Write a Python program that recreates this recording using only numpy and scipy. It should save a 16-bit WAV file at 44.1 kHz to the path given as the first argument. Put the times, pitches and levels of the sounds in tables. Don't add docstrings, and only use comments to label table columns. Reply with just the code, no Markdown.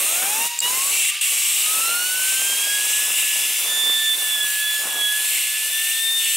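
import sys
import numpy as np
from scipy import signal
from scipy.io import wavfile
from scipy.ndimage import uniform_filter1d

SR = 44100
rng = np.random.default_rng(int(sys.argv[2]) if len(sys.argv) > 2 else 0)


def wav_out(sig):
    wavfile.write(sys.argv[1], SR, np.round(np.clip(np.atleast_2d(sig).T, -1, 1) * 32767).astype(np.int16))


def attenuation_scalar(level_db):
    decades = np.asarray(level_db, float) / 20
    return 10 ** decades


N = 280782
TIME = np.arange(N) / SR
HZ = np.fft.rfftfreq(1024, 1 / SR)[:, None]
FRAMES = np.arange(N // 256 + 5) * 256 / SR

# time in seconds, share turned away 0-1.
POSE = [
    (0, .15),
    (1.7, .1),
    (3.3, .1),
    (3.55, .3),
    (3.8, .9),
    (4.9, .9),
    (5.8, .75),
    (6., .4),
    (6.37, .3),
]


def evened(x):
    return x / np.sqrt(np.mean(x ** 2) + 1e-20)


def read(points, hz):
    f, value = np.transpose(points)
    return np.interp(np.log(hz + 1), np.log(f + 1), value)


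def columns(rows, t=TIME):
    s, *values = np.transpose(rows)
    return [np.interp(t, s, v) for v in values]


def bumps(rows):
    t = TIME[::64]
    humps = sum(height * np.exp(-((t - s) / half) ** 2) for s, height, half in rows)
    return np.interp(TIME, t, humps)


def wander(rate_hz):
    low_pass = signal.butter(2, rate_hz, fs=SR, output="sos")
    return evened(signal.sosfilt(low_pass, rng.standard_normal(N)))


def shut():
    return np.interp(TIME, [.5895, .593, .603, .617], [0, 1, 1, 0])


def sag(step_db, drain_db, early_s=0):
    # start in seconds, reopening in seconds, refill time in seconds.
    slips = [
        (.482, .605, .018),
        (1.106, 1.2105, .001),
    ]
    slip_s, surge_db, surge_s = .008, 2, .01
    loss_db = 0
    for start, reopens, refill_s in slips:
        since = np.maximum(TIME - reopens, 0)
        closing = np.clip((TIME - start + early_s) / slip_s + .5, 0, 1)
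        drained = np.clip((TIME - start) / (reopens - start), 0, 1) ** 2
        loss_db = loss_db + closing * (step_db + drain_db * drained) * np.exp(-since / refill_s)
        loss_db = loss_db + surge_db * (TIME > reopens) * np.exp(-since / surge_s)
    return loss_db


def drone():
    s, db, half, hz = 8, -70, 3, 206
    return bumps([(s, attenuation_scalar(db), half)]) * np.cos(2 * np.pi * hz * TIME)


def noise(gain, patchy_db, flicker_db, flicker_hz):
    # frequency in Hz, difference in dB.
    port_lean = [(60, 0.0), (700, 0.24), (1290, 0.2), (2380, -0.4), (4400, -0.8), (8120, 0.8), (15000, 1.9)]
    # frequency in Hz, dB under the ports' sum.
    facing_width = [(300, -28), (2300, -30), (2900, -11), (4100, -9), (4900, -16), (6200, -11), (8000, -16),
                    (9500, -16.5), (14200, -14.5), (14800, -24)]
    turned_width = [(300, -29), (2300, -32), (3300, -2), (4300, -20), (5200, 1), (5900, -20), (6600, -6),
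                    (8000, -15.5), (13500, -13), (14400, -26)]
    side_echo_ms, side_echo_turns, side_echo_share = .76, .85, .3

    a, b, c, d, patches = rng.standard_normal((len(FRAMES), len(HZ), 5)).T
    patches = uniform_filter1d(patches, size=6, axis=0)
    patches = evened(uniform_filter1d(patches, size=50, axis=1))
    mid = a + 1j * b
    turned = columns(POSE, FRAMES)[0]

    share = side_echo_share * (1 - turned)
    echo = mid * np.exp(-2j * np.pi * (HZ * side_echo_ms / 1000 - side_echo_turns))
    width_db = (1 - turned) * read(facing_width, HZ) + turned * read(turned_width, HZ) - 3
    width_db = width_db + 4.5 * patches[::-1]
    apart = attenuation_scalar(width_db) * (np.sqrt(share) * echo + np.sqrt(1 - share) * (c + 1j * d))

    lean = attenuation_scalar(read(port_lean, HZ) / 2)
    z = np.array([(mid + apart) * lean, (mid - apart) / lean])
    z = z * gain * attenuation_scalar(patchy_db * patches) / np.sqrt((gain ** 2).mean(0))
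    sound = signal.istft(z, nperseg=1024, noverlap=768)[1][:, :N]
    return evened(sound) * attenuation_scalar(flicker_db * wander(flicker_hz))


def ring(modes):
    power = 0
    for hz, width_hz, db in modes:
        off = (HZ - hz) / width_hz
        power = power + attenuation_scalar(2 * db) / (1 + (2 * off) ** 4 + (1.26 * off) ** 8)
    return np.sqrt(power)


def near_echoes():
    # time in seconds, then four echo delays in ms.
    holds = [(0, .53, .76, 1.066, 1.21), (1.7, .525, .76, 1.068, 1.212), (2.4, .555, .77, 1.08, 1.216),
             (3.4, .51, .77, 1.09, 1.215), (3.8, .555, .866, 1.122, 1.215), (4.3, .534, .866, 1.108, 1.2),
             (4.9, .534, .866, 1.06, 1.19), (5.1, .536, .868, .964, 1.186), (5.6, .542, .872, .964, 1.182),
             (6., .505, .875, .964, 1.176), (6.37, .512, .88, .958, 1.166)]
    echo_shares = [.2, .2, .14, .13]
    echoes = sum(share * np.exp(-2j * np.pi * HZ * ms / 1000)
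                 for share, ms in zip(echo_shares, columns(holds, FRAMES)))
    return abs(1 + np.minimum(HZ / 8700, 1) * echoes)


def buffeting(aim):
    # frequency in Hz, level in dB per Hz.
    buffet_colour = [(30, -40), (60, -26), (115, -37), (150, -23), (200, -7), (500, 0), (1000, 1),
                     (2000, -2), (4000, -44)]
    # time in seconds, dB, half length in seconds.
    gusts = [(.12, 4.5, 0.3), (.26, 1, 0.037), (.73, 1.5, 0.045), (.8, -2, 0.029), (1., 7, 0.17),
             (1.09, -12, 0.086), (1.17, 3, 0.037), (1.24, -14, 0.058), (1.32, 1, 0.056), (1.43, -9, 0.059),
             (1.75, 1.5, 0.074), (2.08, -6, 0.081), (2.55, 2.5, 0.12), (3.06, 2.5, 0.19), (3.38, 3, 0.072),
             (3.58, -6.5, 0.047), (3.66, 2, 0.058), (3.78, -2, 0.042), (3.9, 3.5, 0.03), (4.08, -4, 0.11),
             (4.58, -7.5, 0.12), (4.85, 6, 0.04), (4.94, 13, 0.093), (5.13, -7.5, 0.061), (5.54, -8, 0.11),
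             (5.8, -7.5, 0.13), (5.95, -16, 0.074), (6.12, -7, 0.19), (6.32, -1, .05)]
    sag_db = (1 - .75 * aim) * sag(-19, 0, early_s=.009)
    level_db = -12 - 15.5 * aim + bumps(gusts) + sag_db - 14 * shut()
    return attenuation_scalar(level_db) * noise(attenuation_scalar(read(buffet_colour, HZ)), 0.51, 3.53, 216)


def hiss(aim, comb, lost_db):
    # frequency in Hz, level in dB per Hz; low part, then wheel facing and turned.
    low_hiss = [(100, -77), (700, -20), (1500, -14.5), (2500, -12), (3500, -7)]
    facing_hiss = [(4300, -6.5), (4950, -5.5), (6930, -0.5), (7850, -3.5), (8500, 2.5), (10500, 0),
                   (11300, -3), (14200, -4.5), (15500, -8)]
    turned_hiss = [(4000, -6.5), (4910, -10), (5810, -8.5), (6440, -5.5), (7130, -14.5), (9150, -2),
                   (10100, -4), (11500, -3), (14200, -7), (14950, -7.5)]
    # time in seconds, centre in Hz, depth in dB.
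    table_notch = [(0, 13750, 6), (1.8, 13800, 6), (2.4, 13500, 1), (4.7, 14900, 0), (5.1, 14900, 8),
                   (5.9, 14870, 2), (6.37, 14700, 4)]
    slack = (1.155, 8.3, 0.045)

    turned = columns(POSE, FRAMES)[0]
    colour_db = (1 - turned) * read(low_hiss + facing_hiss, HZ) + turned * read(low_hiss + turned_hiss, HZ)
    colour_db = colour_db - 4 * np.interp(FRAMES, TIME, aim) / (1 + (HZ / 1690) ** 8)
    slack_db = np.interp(FRAMES, TIME, bumps([slack]))
    colour_db = colour_db + slack_db / (1 + (HZ / 4300) ** 8) * (HZ > 620)
    notch_hz, notch_db = columns(table_notch, FRAMES)
    colour_db = colour_db - notch_db * np.exp(-((HZ - notch_hz) / 170) ** 2)
    return attenuation_scalar(4.5 + lost_db - 5 * shut()) * noise(attenuation_scalar(colour_db) * comb, 1.68, 0.75, 240)


def pocket_ring(aim):
    # frequency in Hz, width in Hz, level in dB.
    pocket_modes = [(2346, 570, -12.5), (2780, 336, -4.5), (3080, 1300, -12.5), (3620, 100, -31)]
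    # time in seconds, dB, half length in seconds.
    ring_swells = [(.1, 0, .1), (.8, -1, 0.11), (1.45, 0, 0.068), (1.9, 1.2, .06), (2.45, -0.8, .1),
                   (2.88, -0.5, 0.061), (3.4, 1, .15), (3.8, 0.5, 0.084), (4.5, -0.5, .08), (4.85, -1, 0.054),
                   (5.5, 0, .1), (5.9, 2, .04), (6.18, -2.5, .03), (2.3, 1, .04), (3.2, 1, 0.036),
                   (1.225, 2, 0.013)]
    level_db = -6.5 - columns(POSE)[0] + 10 * aim + bumps(ring_swells)
    level_db = level_db + (0.12 + .75 * aim) * sag(-7, -7) - 14 * shut()
    return attenuation_scalar(level_db) * noise(ring(pocket_modes), 1.3, 0.98, 240)


def pocket_overtones(aim, comb, lost_db):
    # frequency in Hz, width in Hz, level in dB.
    overtone_modes = [(7450, 710, -7), (8200, 790, -4), (9700, 1000, -30)]
    level_db = -5.5 + 8 * aim + 2.1 * lost_db
    return attenuation_scalar(level_db) * noise(ring(overtone_modes) * comb, 1.6, 1.2, 200)


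def jet():
    # time in seconds, hiss in dB, aim 0-1.
    nozzle = [(0, -25.5, 0.31), (.36, -26.5, 0.07), (.7, -26, 0.04), (1.05, -26, 0.84), (1.58, -25, 0.71),
              (2., -27, 0), (2.3, -25, 0.52), (2.7, -27, 0.3), (3.27, -26.5, 0.79), (3.6, -26, 0.26),
              (3.75, -28.5, 0.02), (4.5, -27, 0.41), (4.95, -31, 0.64), (5.12, -28.5, 0.14),
              (5.35, -26, 0.93), (5.92, -27.5, 0.51), (6.13, -29.5, 0.08), (6.27, -27, 0.96)]
    # time in seconds, pressure in dB, half length in seconds, shift of aim.
    wavers = [(0.133, 0.2, .07, 0.13), (1., 0.5, 0.055, -0.0016), (1.353, 0, 0.061, -0.29),
              (2.18, -1, 0.054, -0.091), (1.766, 0.9, 0.077, -0.14), (2.95, 1.5, 0.068, 0.12),
              (3.083, 0.5, 0.076, -0.24), (3.188, 2.2, 0.029, 0.033), (3.473, -0.3, 0.055, 0.026),
              (4.072, -1, 0.11, 0.12), (4.28, 0.3, 0.044, 0.12), (4.182, 0, 0.096, -0.15),
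              (4.39, -2.5, 0.092, -0.11), (4.51, 0.5, 0.14, -0.084), (4.662, -1.3, 0.048, -0.25),
              (4.808, 0.1, 0.074, -0.22), (5.61, -1.1, 0.26, -0.28), (5.903, 1.5, 0.073, -0.029)]
    hiss_db, aim = columns(nozzle)
    aim = aim + bumps([(s, shift, half) for s, _, half, shift in wavers])
    hiss_db = hiss_db + bumps([row[:3] for row in wavers])

    lost_db, comb = sag(-4, -4), near_echoes()
    bright = hiss(aim, comb, lost_db) + pocket_overtones(aim, comb, lost_db)
    treble = signal.firwin(31, 7800, pass_zero=False, fs=SR)
    top = signal.oaconvolve(bright, treble[None], "same")
    dull_db = np.minimum(sag(-4.5, -2.5), 0) - 4 * shut()
    dulled = (1 - attenuation_scalar(dull_db)) * top
    return attenuation_scalar(hiss_db) * (bright + pocket_ring(aim) + buffeting(aim) - dulled)


def lever():
    # time in seconds, peak in dB, low modes in dB, scrape length in seconds.
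    clicks = [
        (.5895, -11, -22, .0031),
        (.5929, -23, -8, .0014),
        (.6033, -13.5, -7, .0024),
        (.6054, -17.5, -10, .003),
    ]
    # frequency in Hz, level in dB, 60 dB decay in seconds.
    metal_modes = [(4400, -8, 0.025), (4670, 5, 0.087), (7600, 4.5, 0.058), (8170, -5, 0.028),
                   (6800, -7, 0.022), (9200, -10, 0.018), (12400, -20, .02), (14300, -16, .015)]
    out, t = np.zeros(N), np.arange(1500) / SR
    for s, db, low_db, scrape_s in clicks:
        modes = 0
        for hz, mode_db, t60 in metal_modes:
            fading = attenuation_scalar(mode_db + low_db * (hz < 6000) - 60 * t / t60)
            modes = modes + fading * np.sin(2 * np.pi * hz * t)
        hard = signal.lfilter([1, -.4], [1], rng.standard_normal(len(t) + 1))[1:]
        snap = attenuation_scalar(-9) * hard * np.exp(-(1.6 * t / scrape_s) ** 2)
        scrape = np.sin(np.pi * np.minimum(t / scrape_s, 1)) ** 0.3 + 0.06 * (t > scrape_s / 2)
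        at = round(s * SR)
        out[at:at + len(t)] += attenuation_scalar(db) * (modes * scrape + snap)
    return out


def vane_rate():
    # time in seconds, vane passing rate in Hz.
    speed = [(0, 548.3), (.28, 806.5), (.45, 948), (.625, 952), (.98, 1182), (1.215, 1196), (1.245, 1123),
             (1.6, 1204), (2.07, 1470), (2.75, 1658), (3.05, 1705), (3.7, 1754), (4.1, 1762), (4.78, 1720),
             (5.47, 1725), (5.87, 1778), (6.12, 1811), (6.37, 1776)]
    # time in seconds, Hz lost, half length in seconds.
    rate_dips = [(.66, 6., 0.039), (.88, -10., 0.054), (1.13, 9., 0.039), (1.42, 8., 0.11), (1.7, -4.5, .07),
                 (1.79, 3, 0.043), (2.14, -4, .08), (2.38, -3, 0.1703), (3.85, -3, .2), (1.97, -6., 0.13),
                 (2.62, -5., .04), (2.88, -7., 0.057), (3.12, -5.5, .08), (3.41, 10., 0.16), (4.2, -4., 0.044),
                 (4.34, -5.5, .03), (4.41, 5., 0.031), (4.47, 34.5, 0.21), (4.65, 4., 0.057), (4.84, -6., .11),
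                 (5.03, 42.5, .16), (5.56, 6., 0.073), (5.84, -4, 0.043), (6.11, 4, 0.053), (6.27, -4, 0.06)]
    inertia_s = .035
    hz = uniform_filter1d(columns(speed)[0], size=round(inertia_s * SR), mode="nearest")
    return hz - bumps(rate_dips)


def vane_whine(hz, turn):
    # time in seconds, peak in dB, half length in seconds.
    catches = [(0.105, -47.5, 0.22), (0.305, -36.5, 0.11), (0.427, -33, 0.066), (0.53, -38.5, 0.025),
               (0.683, -34.5, 0.083), (.82, -35.5, 0.071), (0.898, -50, 0.029), (1.121, -43, 0.012),
               (1.19, -55, .03), (1.27, -52, .03), (1.33, -50, .012), (1.503, -55, .08), (1.75, -35, 0.089),
               (1.87, -32.5, 0.068), (1.979, -29, 0.073), (2.166, -35, 0.087), (2.35, -34.5, 0.31),
               (2.735, -29.5, 0.078), (2.862, -38, 0.098), (3.002, -33.5, 0.077), (3.29, -37, 0.19),
               (3.532, -46, 0.056), (3.747, -33, 0.081), (3.87, -36.5, 0.07), (4.037, -27.5, 0.1),
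               (4.252, -31, 0.055), (4.43, -28, 0.095), (4.628, -27.5, .11), (4.781, -31, 0.057),
               (4.995, -31.5, 0.13), (5.14, -28, 0.068), (5.273, -36, 0.092), (5.53, -36, 0.1),
               (5.653, -40, .04), (5.769, -31, 0.082), (5.906, -35, 0.075), (6.05, -32.5, 0.1),
               (6.267, -36.5, 0.13)]
    # time in seconds, peak in dB, half length in seconds, left-right in dB.
    octaves = [(.14, -44, 0.24, 0), (.46, -47, 0.13, -2.5), (.65, -35, 0.021, -2.5), (.76, -39, 0.044, 1),
               (.97, -33, 0.044, 0), (1.4, -37, 0.15, 0), (1.75, -40, 0.025, 1), (1.875, -35, 0.079, -11.5),
               (2.05, -33.5, 0.096, -10), (2.25, -37, .07, -4), (2.41, -31.5, 0.051, -1),
               (2.52, -27, 0.056, -4), (2.62, -29.5, 0.047, -5.5), (2.73, -28.5, 0.081, -4),
               (2.9, -37.5, 0.07, -6), (3.17, -46, .05, 7), (3.04, -39, 0.11, 12), (3.44, -33.5, 0.065, 1),
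               (3.57, -40, 0.06, 8), (3.68, -29, 0.055, -6), (3.8, -26, .08, -6.5), (3.93, -19, 0.1, -3),
               (4.1, -18, 0.047, -3), (4.2, -29, 0.063, -9), (4.34, -23, 0.05, -5), (4.42, -21, 0.032, -4),
               (4.55, -45, 0.066, -8), (4.66, -26.5, 0.043, -4), (4.72, -29.5, .04, -3),
               (4.78, -38, 0.075, -14), (4.91, -37, .04, -7), (5.05, -21.5, 0.08, -3),
               (5.22, -37, .06, -10), (5.9, -42, .08, 11), (5.55, -37.5, 0.17, -17),
               (5.77, -31.5, 0.072, 15), (6.0, -34, 0.064, 9), (6.09, -22, 0.06, 3.5),
               (6.18, -22.5, 0.049, 4), (6.29, -31, 0.039, 6)]
    # time in seconds, peak in dB, half length in seconds.
    thirds = [(0.206, -43, 0.12), (0.328, -35, 0.098), (0.442, -30, 0.037), (0.557, -45, 0.031),
              (0.651, -22, 0.036), (0.76, -47, 0.05), (1.878, -36, .06), (2.03, -36, 0.11),
              (2.7, -40, 0.14), (3.06, -41, .05), (3.42, -41, .05), (3.88, -42, 0.16), (4.38, -40, 0.082),
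              (4.8, -40.5, 0.099)]
    fourths = [(.28, -43, 0.1), (.43, -41, 0.045), (.65, -34, 0.03), (.7, -44, .03), (1.87, -41, 0.046),
               (2.03, -47, .04), (3.25, -45, 0.15), (3.76, -31.5, 0.07), (3.9, -36, 0.1),
               (4.07, -35, 0.045), (4.37, -42, 0.075), (4.77, -35.5, .05), (4.84, -40, 0.048),
               (5.06, -55, 0.048)]
    idle_levels = [-54, -51.5, -80, -46.5]
    # multiple, frequency the pockets favour in Hz, dB relative to multiple 4.
    upper = [(5, 8800, -2)]
    # time in seconds, multiple, depth in dB, half length in seconds.
    nulls = [(.49, 1, 9, .012), (.595, 1, 10, .012), (1.23, 1, 20, .015), (3.655, 1, 10, .015),
             (4.17, 1, 6, .02), (2.556, 2, 12, .005), (2.575, 1, 10, .012), (2.614, 2, 10, .007),
             (2.642, 2, 9, .003), (2.667, 2, 12, .005), (2.8, 2, 10, .015), (4.172, 2, 18, .01),
             (4.375, 2, 6, .007), (4.398, 2, 14, .006), (4.775, 2, 10, .008), (4.86, 2, 10, .012),
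              (4.424, 2, 8, .004), (5.711, 1, 18, .013), (5.83, 2, 10, .012)]

    levels_db = []
    for idle_db, rows in zip(idle_levels, (catches, octaves, thirds, fourths)):
        swells = bumps([(s, attenuation_scalar(db), half) for s, db, half, *_ in rows])
        levels_db.append(20 * np.log10(attenuation_scalar(idle_db) + swells))
    partials = list(enumerate(levels_db, 1))
    for k, best_hz, db in upper:
        partials.append((k, levels_db[3] + db - 48 * abs(np.log2(k * hz / best_hz))))

    lean_db = {1: -1.2 * np.clip((TIME - 3.9) / 0.27, .15, 1),
               2: .55 * columns(octaves)[2],
               3: 3.5 * columns(POSE)[0] - 1.5}
    out = np.zeros((2, N))
    for k, level_db in partials:
        null_db = bumps([(s, db, half) for s, which, db, half in nulls if which == k]) if k < 3 else 0
        level_db = level_db - 0.46 - null_db + .6 * wander(22)
        tone = np.sqrt(2) * attenuation_scalar(level_db) * np.cos(k * turn + 2 * np.pi * rng.random())
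        out += tone * attenuation_scalar(np.outer([1, -1], lean_db.get(k, np.zeros(N))))
    return out


def bent_vane(turn, vanes):
    # time in seconds, peak in dB, half length in seconds, shaft turns away.
    side_lines = [(3.78, -38, 0.12, 2), (4., -37, .1, 2), (3.78, -43, .1, -2), (4.05, -41., .12, -2),
                  (4.55, -47, 0.11, -2), (4.36, -39, 0.097, -1), (4.7, -42., 0.16, -1),
                  (4.78, -41, .06, -2), (5.17, -40., 0.097, -1), (5.45, -47, .1, -1), (5.761, -41, .06, -2),
                  (5.972, -34, 0.038, -2), (6.23, -33, 0.055, -2)]
    out = np.zeros(N)
    for away in (-2, -1, 2):
        size = bumps([(s, attenuation_scalar(db), half) for s, db, half, turns in side_lines if round(turns) == away])
        out += np.sqrt(2) * size * np.cos((2 + away / vanes) * turn)
    return out


def wheel():
    vanes = 15
    hz = vane_rate()
    turn = 2 * np.pi * np.cumsum(hz * (1 + 0.00047 * wander(23))) / SR
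    hum = attenuation_scalar(-73) * columns(POSE)[0] * np.cos(turn / vanes)
    return attenuation_scalar(-14 * shut()) * (vane_whine(hz, turn) + bent_vane(turn, vanes)) + hum


def scene():
    edge = signal.firwin(1023, 15760, window=("kaiser", 6), fs=SR)
    return signal.oaconvolve(drone() + jet() + wheel(), edge[None], "same") + lever()


def top_cut(x):
    return signal.sosfilt(signal.butter(12, 16510, fs=SR, output="sos"), x)


def record(dry):
    dry = signal.sosfilt(signal.butter(3, 130, "high", fs=SR, output="sos"), dry)
    power_db = 10 * np.log10(abs(uniform_filter1d((dry ** 2).mean(0), size=60)) + 1e-12)
    fall = TIME * 1700
    held_db = np.maximum.accumulate(power_db + fall) - fall
    over_db = np.maximum(held_db + 19.5, 0)
    mix = dry / attenuation_scalar(0.34 * uniform_filter1d(over_db, size=90))
    return top_cut(mix)


dry = scene()
out = record(dry)
wav_out(out)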